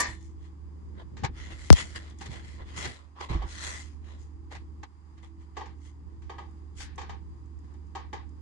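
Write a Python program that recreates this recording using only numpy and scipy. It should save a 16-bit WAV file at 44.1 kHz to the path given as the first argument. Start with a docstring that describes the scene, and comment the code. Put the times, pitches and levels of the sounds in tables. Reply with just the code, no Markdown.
"""Popcorn pot across a home kitchen

A small camera with two microphone ports hears a spoon knock and scrape a pot of sticky popcorn across the room:
damped resonances with noise cracks, and clumped noise grains. Bare feet thud (floor modes) and shuffle on the wood;
a lid clangs (unsteady modes), dry ticks click, rustles brush the ports and bumps shake the mount (diving chirps).
A fridge and a fan hum underneath (wavering lines and shaped noise), and their level dips twice."""
import sys
import numpy as np
from scipy import signal
from scipy.fft import rfft, irfft, next_fast_len
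from scipy.io import wavfile
from scipy.ndimage import uniform_filter1d, map_coordinates

SR = 44100
rng = np.random.default_rng(int(sys.argv[2]) if len(sys.argv) > 2 else 0)


def output_pcm(signal):
    """Save a mono or channel-first signal as 16-bit PCM at the path in sys.argv[1].

    Samples are clipped to [-1, 1] before scaling.
    """
    pcm = np.clip(np.atleast_2d(signal).T, -1, 1) * 32767
    wavfile.write(sys.argv[1], SR, np.round(pcm).astype(np.int16))


def volts_from_decibels(level):
    """Turn decibel levels (scalar or array-like) into linear amplitude factors."""
    exponent = np.asarray(level, float) / 20
    return 10 ** exponent


N = 370881

# Treble colour of grainy noise and dry ticks. Each row: frequency in Hz, relative density in dB per Hz.
FIZZ_COLOUR = [(2940, -28.5), (5000, -2), (5420, -2), (7160, 3), (8530, -5), (9710, -5.5), (11600, -25.5),
               (15100, -50), (22000, -120)]
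# Half the left-right difference goes to each port.
LEFT_RIGHT = np.array([[.5], [-.5]])


def unit(x):
    """Scaled to rms 1."""
    return x / np.sqrt(np.mean(x ** 2) + 1e-20)


def along(points, hz):
    """Values at hz, read between (Hz, value) points on a log axis."""
    f, v = np.transpose(points)
    return np.interp(np.log(hz + 1), np.log(f + 1), v)


def wobble(rate):
    """A smooth random curve, rate knots a second."""
    knots = rng.standard_normal(int(N * rate / SR) + 4)
    coarse = np.arange(0, N + 16, 16)  # the spline is read every 16 samples
    return np.interp(np.arange(N), coarse, map_coordinates(knots, [coarse * rate / SR]))


def filtered(x, response):
    """x times a complex response of frequency."""
    m = next_fast_len(N + 8192)
    return irfft(rfft(x, m) * response(np.fft.rfftfreq(m, 1 / SR)), m)[..., :N]


def coloured(x, spectrum):
    """x weighted by a spectrum in dB."""
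    return filtered(x, lambda hz: volts_from_decibels(along(spectrum, hz)))


def modes(table):
    """The causal response of resonances, given as (Hz, width Hz, dB), with alternating signs."""
    def response(f):
        total = 0
        for k, (centre, width, db) in enumerate(table):
            damping = 1j * f * width
            total = total + (-1) ** k * volts_from_decibels(db) * damping / (centre * centre - f * f + damping)
        return total
    return response


def swells(table, shape):
    """For each row a gain that climbs to its peak and sinks, 20 dB down one rise before and one fall after.
    Shape 1 gives pointed swells, 2 bell-shaped, more flat-topped."""
    for s, db, rise, fall, last in table:
        start = max(round((s - 3 * rise) * SR), 0)
        end = min(round((s + 3 * fall) * SR), N)
        t = np.arange(start, end) / SR - s
        distance = np.abs(t / np.where(t < 0, rise, fall))
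        yield slice(start, end), volts_from_decibels(db - 20 * distance ** shape), last


def patchy(depth_db):
    """A pair of noises whose colour shifts in random patches, the same patches in both."""
    z = signal.stft(rng.standard_normal((2, N)), nperseg=256)[2]
    field = uniform_filter1d(rng.standard_normal(z.shape[1:]), size=2, axis=0)
    field = uniform_filter1d(field, size=36, axis=1)
    return signal.istft(z * volts_from_decibels(depth_db * unit(field)), nperseg=256)[1][:, :N]


def diffuse(pair, spectrum):
    """Two unrelated noises given a spectrum and mixed to the likeness of the room's sound field, rms 1."""
    # Likeness of the two ports. Each row: frequency in Hz, left-right correlation (1 = alike, -1 = opposite).
    likeness = [(35, 0.3), (60, -1.3), (140, 1), (340, 0.24), (820, -0.21), (1950, -0.15), (4660, -0.09),
                (11100, 0.11)]

    def weights(hz):
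        turn = np.arccos(np.clip(along(likeness, hz), -1, 1)) / 2
        return volts_from_decibels(along(spectrum, hz)) * [np.cos(turn), np.sin(turn)]

    mid, side = filtered(pair, weights)
    return unit(np.array([mid + side, mid - side]))


def room(share, early_db):
    """A stereo tail, energy 1 at the left: near walls load the start; each frequency dies at its own speed,
    then the camera's noise suppression cuts the tail short."""
    # Decay of the tail as the camera passes it. Each row: frequency in Hz, scale of the decay time in seconds.
    decay = [(200, 0.35), (1000, 0.35), (4000, 0.32), (10000, 0.073)]
    hz, t, z = signal.stft(rng.standard_normal((2, SR // 5)), SR, nperseg=128)
    age = t / (np.clip(share, .05, 2) * along(decay, hz)[:, None])
    late = volts_from_decibels(-35 * age - 60 * age ** 3)  # the cubic term is the suppression's cut
    early = volts_from_decibels(early_db - 60 * t / 0.049)
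    tail = signal.istft(z * (late + early), SR, nperseg=128)[1]
    tail *= 1 - np.exp(-np.arange(tail.shape[1]) / SR / 0.0026)  # the echoes thicken at first
    return tail / np.linalg.norm(tail[0])


def dips():
    """A background gain that slides down, holds, and creeps back."""
    # Each row: start in seconds, depth in dB, fall in seconds, hold in seconds, recovery time constant in seconds.
    moments = [(2.844, -8, .11, 0.22, 0.059), (4.835, -8.5, 0.03, .02, 0.48)]
    t = np.arange(N) / SR
    total_db = 0
    for s, db, fall, hold, back in moments:
        slide = np.clip((t - s) / fall, 0, 1)
        total_db = total_db + db * slide * np.exp(-np.maximum(t - s - fall - hold, 0) / back)
    return volts_from_decibels(total_db)


def hum():
    """Motor lines that waver a little in level and phase."""
    # Each row: frequency in Hz, left rms in dB, right rms in dB, lead of the right port in radians,
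    # waver in dB (the sign only flips the random curve; a tenth of it, in radians, sways the phase).
    lines = [(54.5, -61.5, -54.5, 0.25, -1), (74.7, -47.5, -43, 0.092, 0), (115, -73, -64.5, 0.066, 4),
             (151.7, -72, -69.5, 0, -3), (172.6, -73.5, -66.5, 0.16, 4.5), (240.7, -69, -76, 0.047, 3.5),
             (284, -67.5, -65.5, 0.16, 2), (326.8, -64.5, -64, 0, 4)]
    t = np.arange(N) / SR
    out = np.zeros((2, N))
    for hz, left_db, right_db, lead, waver_db in lines:
        level = np.sqrt(2) * volts_from_decibels([[left_db], [right_db]] + waver_db * wobble(2.8))
        sway = 0.1 * waver_db * wobble(2.0)
        out += level * np.sin(2 * np.pi * hz * t + rng.uniform(0, 2 * np.pi) + sway + [[0], [lead]])
    return out


def air(spectrum, db):
    """The steady rush of the appliances: diffuse noise whose level wavers slightly."""
    return volts_from_decibels(db + 0.73 * wobble(6.8)) * diffuse(rng.standard_normal((2, N)), spectrum)


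def rustle():
    """Lumpy low noise against the ports, different at each."""
    # Each row: peak in seconds, relative level in dB, rise in seconds, fall in seconds, left over right in dB.
    brushes = [(1.02, -48.5, .6, 0.057, 4), (1.178, -42.5, .14, 0.11, 5),
               (1.248, -26.5, 0.028, 0.013, 14.5), (1.302, -41, .03, 0.048, 2), (1.52, -47, .4, 0.12, 5),
               (1.818, -42.5, .2, 0.088, 4), (1.992, -48, .16, 0.07, 6), (2.34, -47.5, .35, .25, 7),
               (2.62, -55, .3, .3, -3), (2.78, -40, .06, .05, 7), (2.866, -37, .05, 0.086, 2.5)]
    # Each row: frequency in Hz, relative density in dB per Hz.
    rumble = [(18, -37.5), (30, -8.5), (102, -0.5), (194, -6), (368, -13.5), (600, -27), (780, -43.5),
              (1320, -120)]
    power = np.zeros((2, N))
    for span, gain, pan_db in swells(brushes, 1.57):
        power[:, span] += (gain * volts_from_decibels(-2.5 + pan_db * LEFT_RIGHT)) ** 2
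    lumps = volts_from_decibels(1.5 * np.array([wobble(30), wobble(30)]))
    return np.sqrt(power) * unit(lumps * coloured(rng.standard_normal((2, N)), rumble))


def bumps():
    """A bending wave runs through the camera mount, treble first, so the pitch dives; it rocks the two ports
    in opposite ways."""
    # Each row: start in seconds, left dB, right dB, tick in dB, time in seconds to fade by 60 dB.
    hits = [(1.7028, 1, -1.8, -4, .074), (1.7281, -10, -10, -2, .033)]
    out, t = np.zeros((2, N + SR)), np.arange(1, SR // 4) / SR
    dive = np.cos(6.58 * np.log(t / .0157) + 169 * (t - .0157))
    near = (1 - .35 * np.exp(-t / .006)) / (1 + (.0003 / t) ** 4)
    far = -1 / (1 + (.004 / t) ** 2)  # opposite, and slower to build
    tick_fade = volts_from_decibels(-60 * t / 0.003) + volts_from_decibels(-19 - 60 * t / 0.043)
    for s, left_db, right_db, tick_db, t60 in hits:
        fade = volts_from_decibels(-60 * (t / t60) ** 3)
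        tick = volts_from_decibels([[tick_db], [tick_db - 23.0]]) * tick_fade * rng.standard_normal((2, len(t)))
        tick -= uniform_filter1d(tick, size=15)  # the tick has no bass
        rock = dive * fade * [volts_from_decibels(left_db) * near, volts_from_decibels(right_db) * far]
        out[:, round(s * SR):][:, :len(t)] += tick + rock
    # the port's own resonance
    return filtered(out[:, :N], lambda f: 1 / (1 + 1j * f / 7500 - (f / 6300) ** 2) ** 2)


def steps():
    """A heel pushes the floor softly; its modes answer at new strengths and slightly new pitches each time."""
    # Each row: footfall in seconds, relative level in dB, extra dB for the modes above 90 Hz.
    footfalls = [(0.078, -41, 6.5), (1.287, -34, -4), (1.521, -39.5, 1.5), (2.288, -51.5, 16.5),
                 (2.606, -33.5, -11), (2.64, -49, -15), (2.779, -55, 11), (2.86, -60, 11),
                 (3.301, -22.5, 1), (3.347, -20.5, -2.5), (3.438, -37.5, 4), (4.561, -54.5, 11),
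                 (6.79, -39, -9.5), (6.968, -59.5, 17.5)]
    # Modes of the wooden floor. Each row: nominal frequency in Hz, nominal level in dB, 60 dB decay in seconds.
    boards = [(36, -8, 0.35), (52, -1, 0.38), (62.5, -2, 0.26), (118, 0, 0.12), (153.8, -5, 0.1),
              (217.7, -6, 0.066), (335, -7.5, 0.094)]
    out, t = np.zeros((2, N + SR)), np.arange(SR // 3) / SR
    push = 1 - np.exp(-t / .006)
    for s, db, upper_db in footfalls:
        for hz, level, t60 in boards:
            size_db, tune = rng.normal(0, [2.5, .03])
            turn = 2 * np.pi * hz * (1 + tune) * t + np.array([[-.5], [0]])  # the left port lags
            shape = volts_from_decibels(db + level + size_db + upper_db * (hz > 90) - 60 * t / t60) * push
            out[:, round(s * SR):][:, :len(t)] += volts_from_decibels(-0.5) * shape * np.sin(turn)
    return out[:, :N]


def ticks():
    """Tiny dry clicks of treble only: noise that fades by 60 dB in 30 ms."""
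    # Each row: start in seconds, relative level in dB.
    clicks = [(0.428, -65), (2.1, -50), (2.187, -46.5), (5.2278, -63.5), (6.4094, -72.5), (6.5106, -66),
              (6.9584, -52.5), (7.4591, -65), (7.5895, -61.5), (7.739, -62), (7.869, -67.5), (8.2924, -63)]
    out, t = np.zeros((2, N + SR)), np.arange(SR // 50) / SR
    for s, db in clicks:
        out[:, round(s * SR):][:, :len(t)] += volts_from_decibels(db + 2.0 - 60 * t / 0.03) * rng.standard_normal((2, len(t)))
    return coloured(out[:, :N], FIZZ_COLOUR)


def clang():
    """The lid's modes die away with unsteady phase, over the room's answer to the crash."""
    # A metal lid set down at the start. Each row: frequency in Hz, relative level in dB, 60 dB decay in seconds.
    lid = [(996, -3.5, 0.27), (1178, 0.5, 0.21), (1830, 0.5, 0.31), (3020, -18.5, 0.37), (3520, -18, 0.44),
           (4170, -15.5, 0.37), (4468, -12.5, 0.22)]
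    # Each row: frequency in Hz, relative density in dB per Hz.
    crash_colour = [(120, -37), (200, -15), (1210, -12), (1360, -20), (1850, 0), (2880, -23.5),
                    (6960, -11.5), (11600, -21), (15100, -67), (22000, -120)]
    t = np.arange(SR) / SR
    drift = 1.3 * np.array([wobble(110), wobble(110)])[:, :SR]  # radians
    ring = np.zeros((2, SR))
    for hz, db, t60 in lid:
        turn = 2 * np.pi * hz * t + rng.uniform(0, 2 * np.pi) + drift
        ring += volts_from_decibels(db - 3.0 - 60 * t / t60) * np.sin(turn)
    crash = room(share=0.8, early_db=3.0)
    crash = np.pad(crash, ((0, 0), (0, N - crash.shape[1])))
    return volts_from_decibels(20) * coloured(crash, crash_colour) + np.pad(volts_from_decibels(-25) * ring, ((0, 0), (0, N - SR)))


def scrape():
    """Mostly friction: dense clumped grains of shifting colour; a duller stroke has more body and less fizz."""
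    # Grainy noise: mostly scraping and shuffling, also the lid crash's fading hiss and a soft lead-in to a knock.
    # Each row: peak in seconds, relative level in dB, rise in seconds, fall in seconds, dullness in dB.
    strokes = [(0.075, -51, 0.018, 0.11, -7), (0.24, -70.5, .15, 0.12, -11.5),
               (0.454, -66, 0.088, 0.064, 0), (1.012, -59.5, .06, .035, 9), (1.4, -53, .07, 0.4, -0.5),
               (1.524, -52, .04, 0.045, 2), (1.63, -56.5, 0.13, 0.2, -8), (1.79, -37.5, .07, 0.076, -4.5),
               (1.87, -55, 0.073, .18, -6.5), (1.962, -39.5, 0.015, 0.03, -1.5),
               (2.07, -57.5, 0.39, 0.12, 0.5), (2.214, -53, .035, 0.054, -6),
               (2.262, -45.5, 0.0083, 0.03, -1.5), (2.335, -47, 0.069, 0.1, 0),
               (2.478, -56.5, 0.14, 0.185, -2), (2.6, -59, 0.025, 0.082, 11.5),
               (2.72, -52.5, 0.078, .2, 0.5), (2.782, -40, 0.027, .06, -5),
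               (2.83, -41.5, 0.078, 0.16, -2.5), (2.96, -67.5, 0.11, 0.18, 8),
               (3.172, -60.5, 0.021, 0.067, 8.5), (3.216, -45.5, 0.03, 0.073, 2.5),
               (3.298, -42.5, 0.012, 0.12, 5.5), (3.424, -56.5, 0.043, 0.11, 11),
               (3.53, -49.5, 0.074, 0.13, -6.5), (3.65, -40.5, .1, 0.22, -7), (3.77, -48, 0.3, 0.064, -5),
               (4.084, -57.5, 0.065, 0.13, 3), (4.22, -71.5, 0.051, 0.0956, -12),
               (4.525, -50.5, .02, .085, 2), (5.176, -72, 0.013, 0.066, 2), (5.232, -66.5, .015, 0.093, -3),
               (5.424, -70.5, 0.053, 0.068, -2), (5.565, -60, 0.016, .03, 5),
               (5.875, -65.5, 0.096, 0.064, -8.5), (6.12, -77.5, .08, .08, 2),
               (6.815, -47.5, 0.049, 0.058, -9), (7.72, -74.5, 0.052, 0.072, 12)]
    # Colours of the grit and of the body below it. Each row: frequency in Hz, relative density in dB per Hz.
    grit_colour = [(820, -27), (1400, -6), (1600, -10.5), (1970, 1.5), (2160, -5.5), (2710, -7.5),
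                   (3630, -2.5), (5000, -17.5), (6500, -39.5), (11000, -120)]
    body_colour = [(210, -32.5), (350, -4), (872, -6), (1020, -0.5), (1460, -18.5), (1700, -11.5),
                   (2210, -45), (3740, -120)]
    # Thin wall modes that sing under friction. Each row: frequency in Hz, width in Hz, relative level in dB.
    wall = [(2070, 150, -9.5), (3675, 260, -3.5)]
    power = np.zeros((3, N))  # grit, body, fizz
    for span, gain, dull_db in swells(strokes, 1.684):
        balance_db = [[0], [dull_db - 3], [-10 - 1.05 * dull_db]]
        power[:, span] += (gain * volts_from_decibels(balance_db)) ** 2
    clumps = volts_from_decibels(.9 * wobble(35) + 2.2 * wobble(400))
    grains = clumps * patchy(depth_db=2.5)
    grit, body, fizz = (diffuse(grains, colour) for colour in (grit_colour, body_colour, FIZZ_COLOUR))
    sing = volts_from_decibels(4.5 + 1.2 * wobble(4)) * filtered(grit, modes(wall))
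    return sum(np.sqrt(p) * layer for p, layer in zip(power, (grit + sing, body, fizz)))


def knocks():
    """Each spoon blow rings the damped pot and cracks; it reaches both ports mostly by the walls."""
    # Each row: blow in seconds, relative treble level in dB, body over treble in dB before fixed offsets,
    # tail length as a relative share.
    blows = [(1.1676, -42.5, -4, 1), (1.235, -33.5, 5, 0.36), (1.2447, -28.5, -3, 0.17),
             (1.2573, -39, -4, 0.22), (2.2102, -37.5, -2.5, 0.63), (2.7736, -50, 2, 1),
             (2.851, -30, -8.5, 0.27), (3.2048, -40.5, 1, 0.38), (3.2952, -47, -10.5, 0.85),
             (3.3286, -42, 6, 1), (3.419, -49, 13, 0.54), (4.5125, -50, 4, 0.49),
             (4.5494, -44.5, -2.5, 0.4), (4.8306, -43, 0.5, 0.21), (5.1762, -57.5, -4.5, 0.52),
             (5.23, -60.5, 10, 0.55), (5.5678, -38.5, 7, 0.96), (5.609, -50, 13, 0.82),
             (5.6569, -49, -13, 0.61), (6.219, -54.5, -6, 1), (6.2957, -46, 10.5, 0.82),
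             (6.3827, -48, 12.5, 0.77), (6.8024, -37, -10, 0.99), (6.9793, -37, 3.5, 0.98),
             (7.014, -42.5, 2, 0.41), (7.094, -42, 7.5, 0.67), (7.64, -63, -3.5, 0.62),
             (7.7394, -67, 6.5, 0.45), (7.951, -38.5, 6.5, 0.83), (8.1294, -39, 7.5, 0.77)]
    # Resonances of the filled pot. Each row: frequency in Hz, width in Hz, relative level in dB.
    pot = [(364.5, 58, -2), (485.5, 65, -5.5), (802, 60, 3), (932, 60, 1), (1100.5, 70, -0.5),
           (1250, 52, -5), (1640, 76, -11), (1990, 110, -10), (2286, 35, -11), (3140, 190, -15.5),
           (3680, 92, -18), (4590, 120, -22)]
    # Treble of a blow. Each row: frequency in Hz, relative density in dB per Hz.
    crack = [(880, -46.5), (1500, -3), (1780, -1.5), (2820, -9.5), (4560, -11.5), (5410, -13), (7170, -13),
             (11600, -45), (15100, -67.5), (22000, -120)]
    pan = volts_from_decibels(0.5 * LEFT_RIGHT)  # the pot is 0.5 dB louder at the left

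    def add_blow(out, s, level_db, direct_db, early_db, share):
        path = room(share, early_db)
        path[:, 0] += volts_from_decibels(direct_db)  # the straight way across the room
        out[:, round(s * SR):][:, :path.shape[1]] += volts_from_decibels(level_db) * pan * path

    dull, sharp = np.zeros((2, 2, N + SR))
    for s, db, body_db, share in blows:
        add_blow(dull, s, db + body_db + 40, direct_db=-7, early_db=8, share=share * .9)
        add_blow(sharp, s, db + 33.0, direct_db=-19, early_db=1.5, share=share * 1.1)
    return filtered(dull[:, :N], modes(pot)) + coloured(sharp[:, :N], crack)


def scene():
    """Airborne sound passes the shading of the ports; mount, rustles and hum reach them directly."""
    # Appliance rumble, then hiss. Each row: frequency in Hz, relative density in dB per Hz.
    rumble = [(9.4, -79), (20, -32), (43, -15.5), (59, -2), (80, -6.5), (144, -26), (178, -21.5),
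              (261, -24.5), (332, -21.5), (358, -23), (600, -43.5), (780, -93), (1320, -120)]
    hiss = [(450, -43), (600, -14.5), (800, 3.5), (1100, 4), (1400, -8), (1900, -7.5), (2500, -15),
            (4400, -19.5), (4900, -10.5), (5300, -22.5), (7000, -18), (8000, -21.5), (11000, -31),
            (13000, -64.5)]
    # The camera body shades each port differently. Each row: frequency in Hz, left over right in dB.
    shading = [(60, -3), (110, -4.5), (190, -10.5), (340, -5), (610, 1), (1090, -3.0), (1950, 1.5),
               (3490, 3), (6230, 9), (11100, -7)]
    dip = dips()
    background = dip * air(rumble, db=-49) + dip ** 0.11 * air(hiss, db=-66.5)  # the hiss hardly dips
    airborne = background + steps() + ticks() + clang() + scrape() + knocks()
    shaded = filtered(airborne, lambda hz: volts_from_decibels(along(shading, hz) * LEFT_RIGHT))
    return shaded + dip * hum() + rustle() + bumps()


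def low_pass(x):
    """Removes everything above the highest recorded frequency."""
    return signal.sosfilt(signal.butter(12, 11730, fs=SR, output="sos"), x)


def record(dry):
    """The camera's input clips at full scale."""
    mix = np.clip(dry, -1, 1)
    return low_pass(mix)


dry = scene()
out = record(dry)
output_pcm(out)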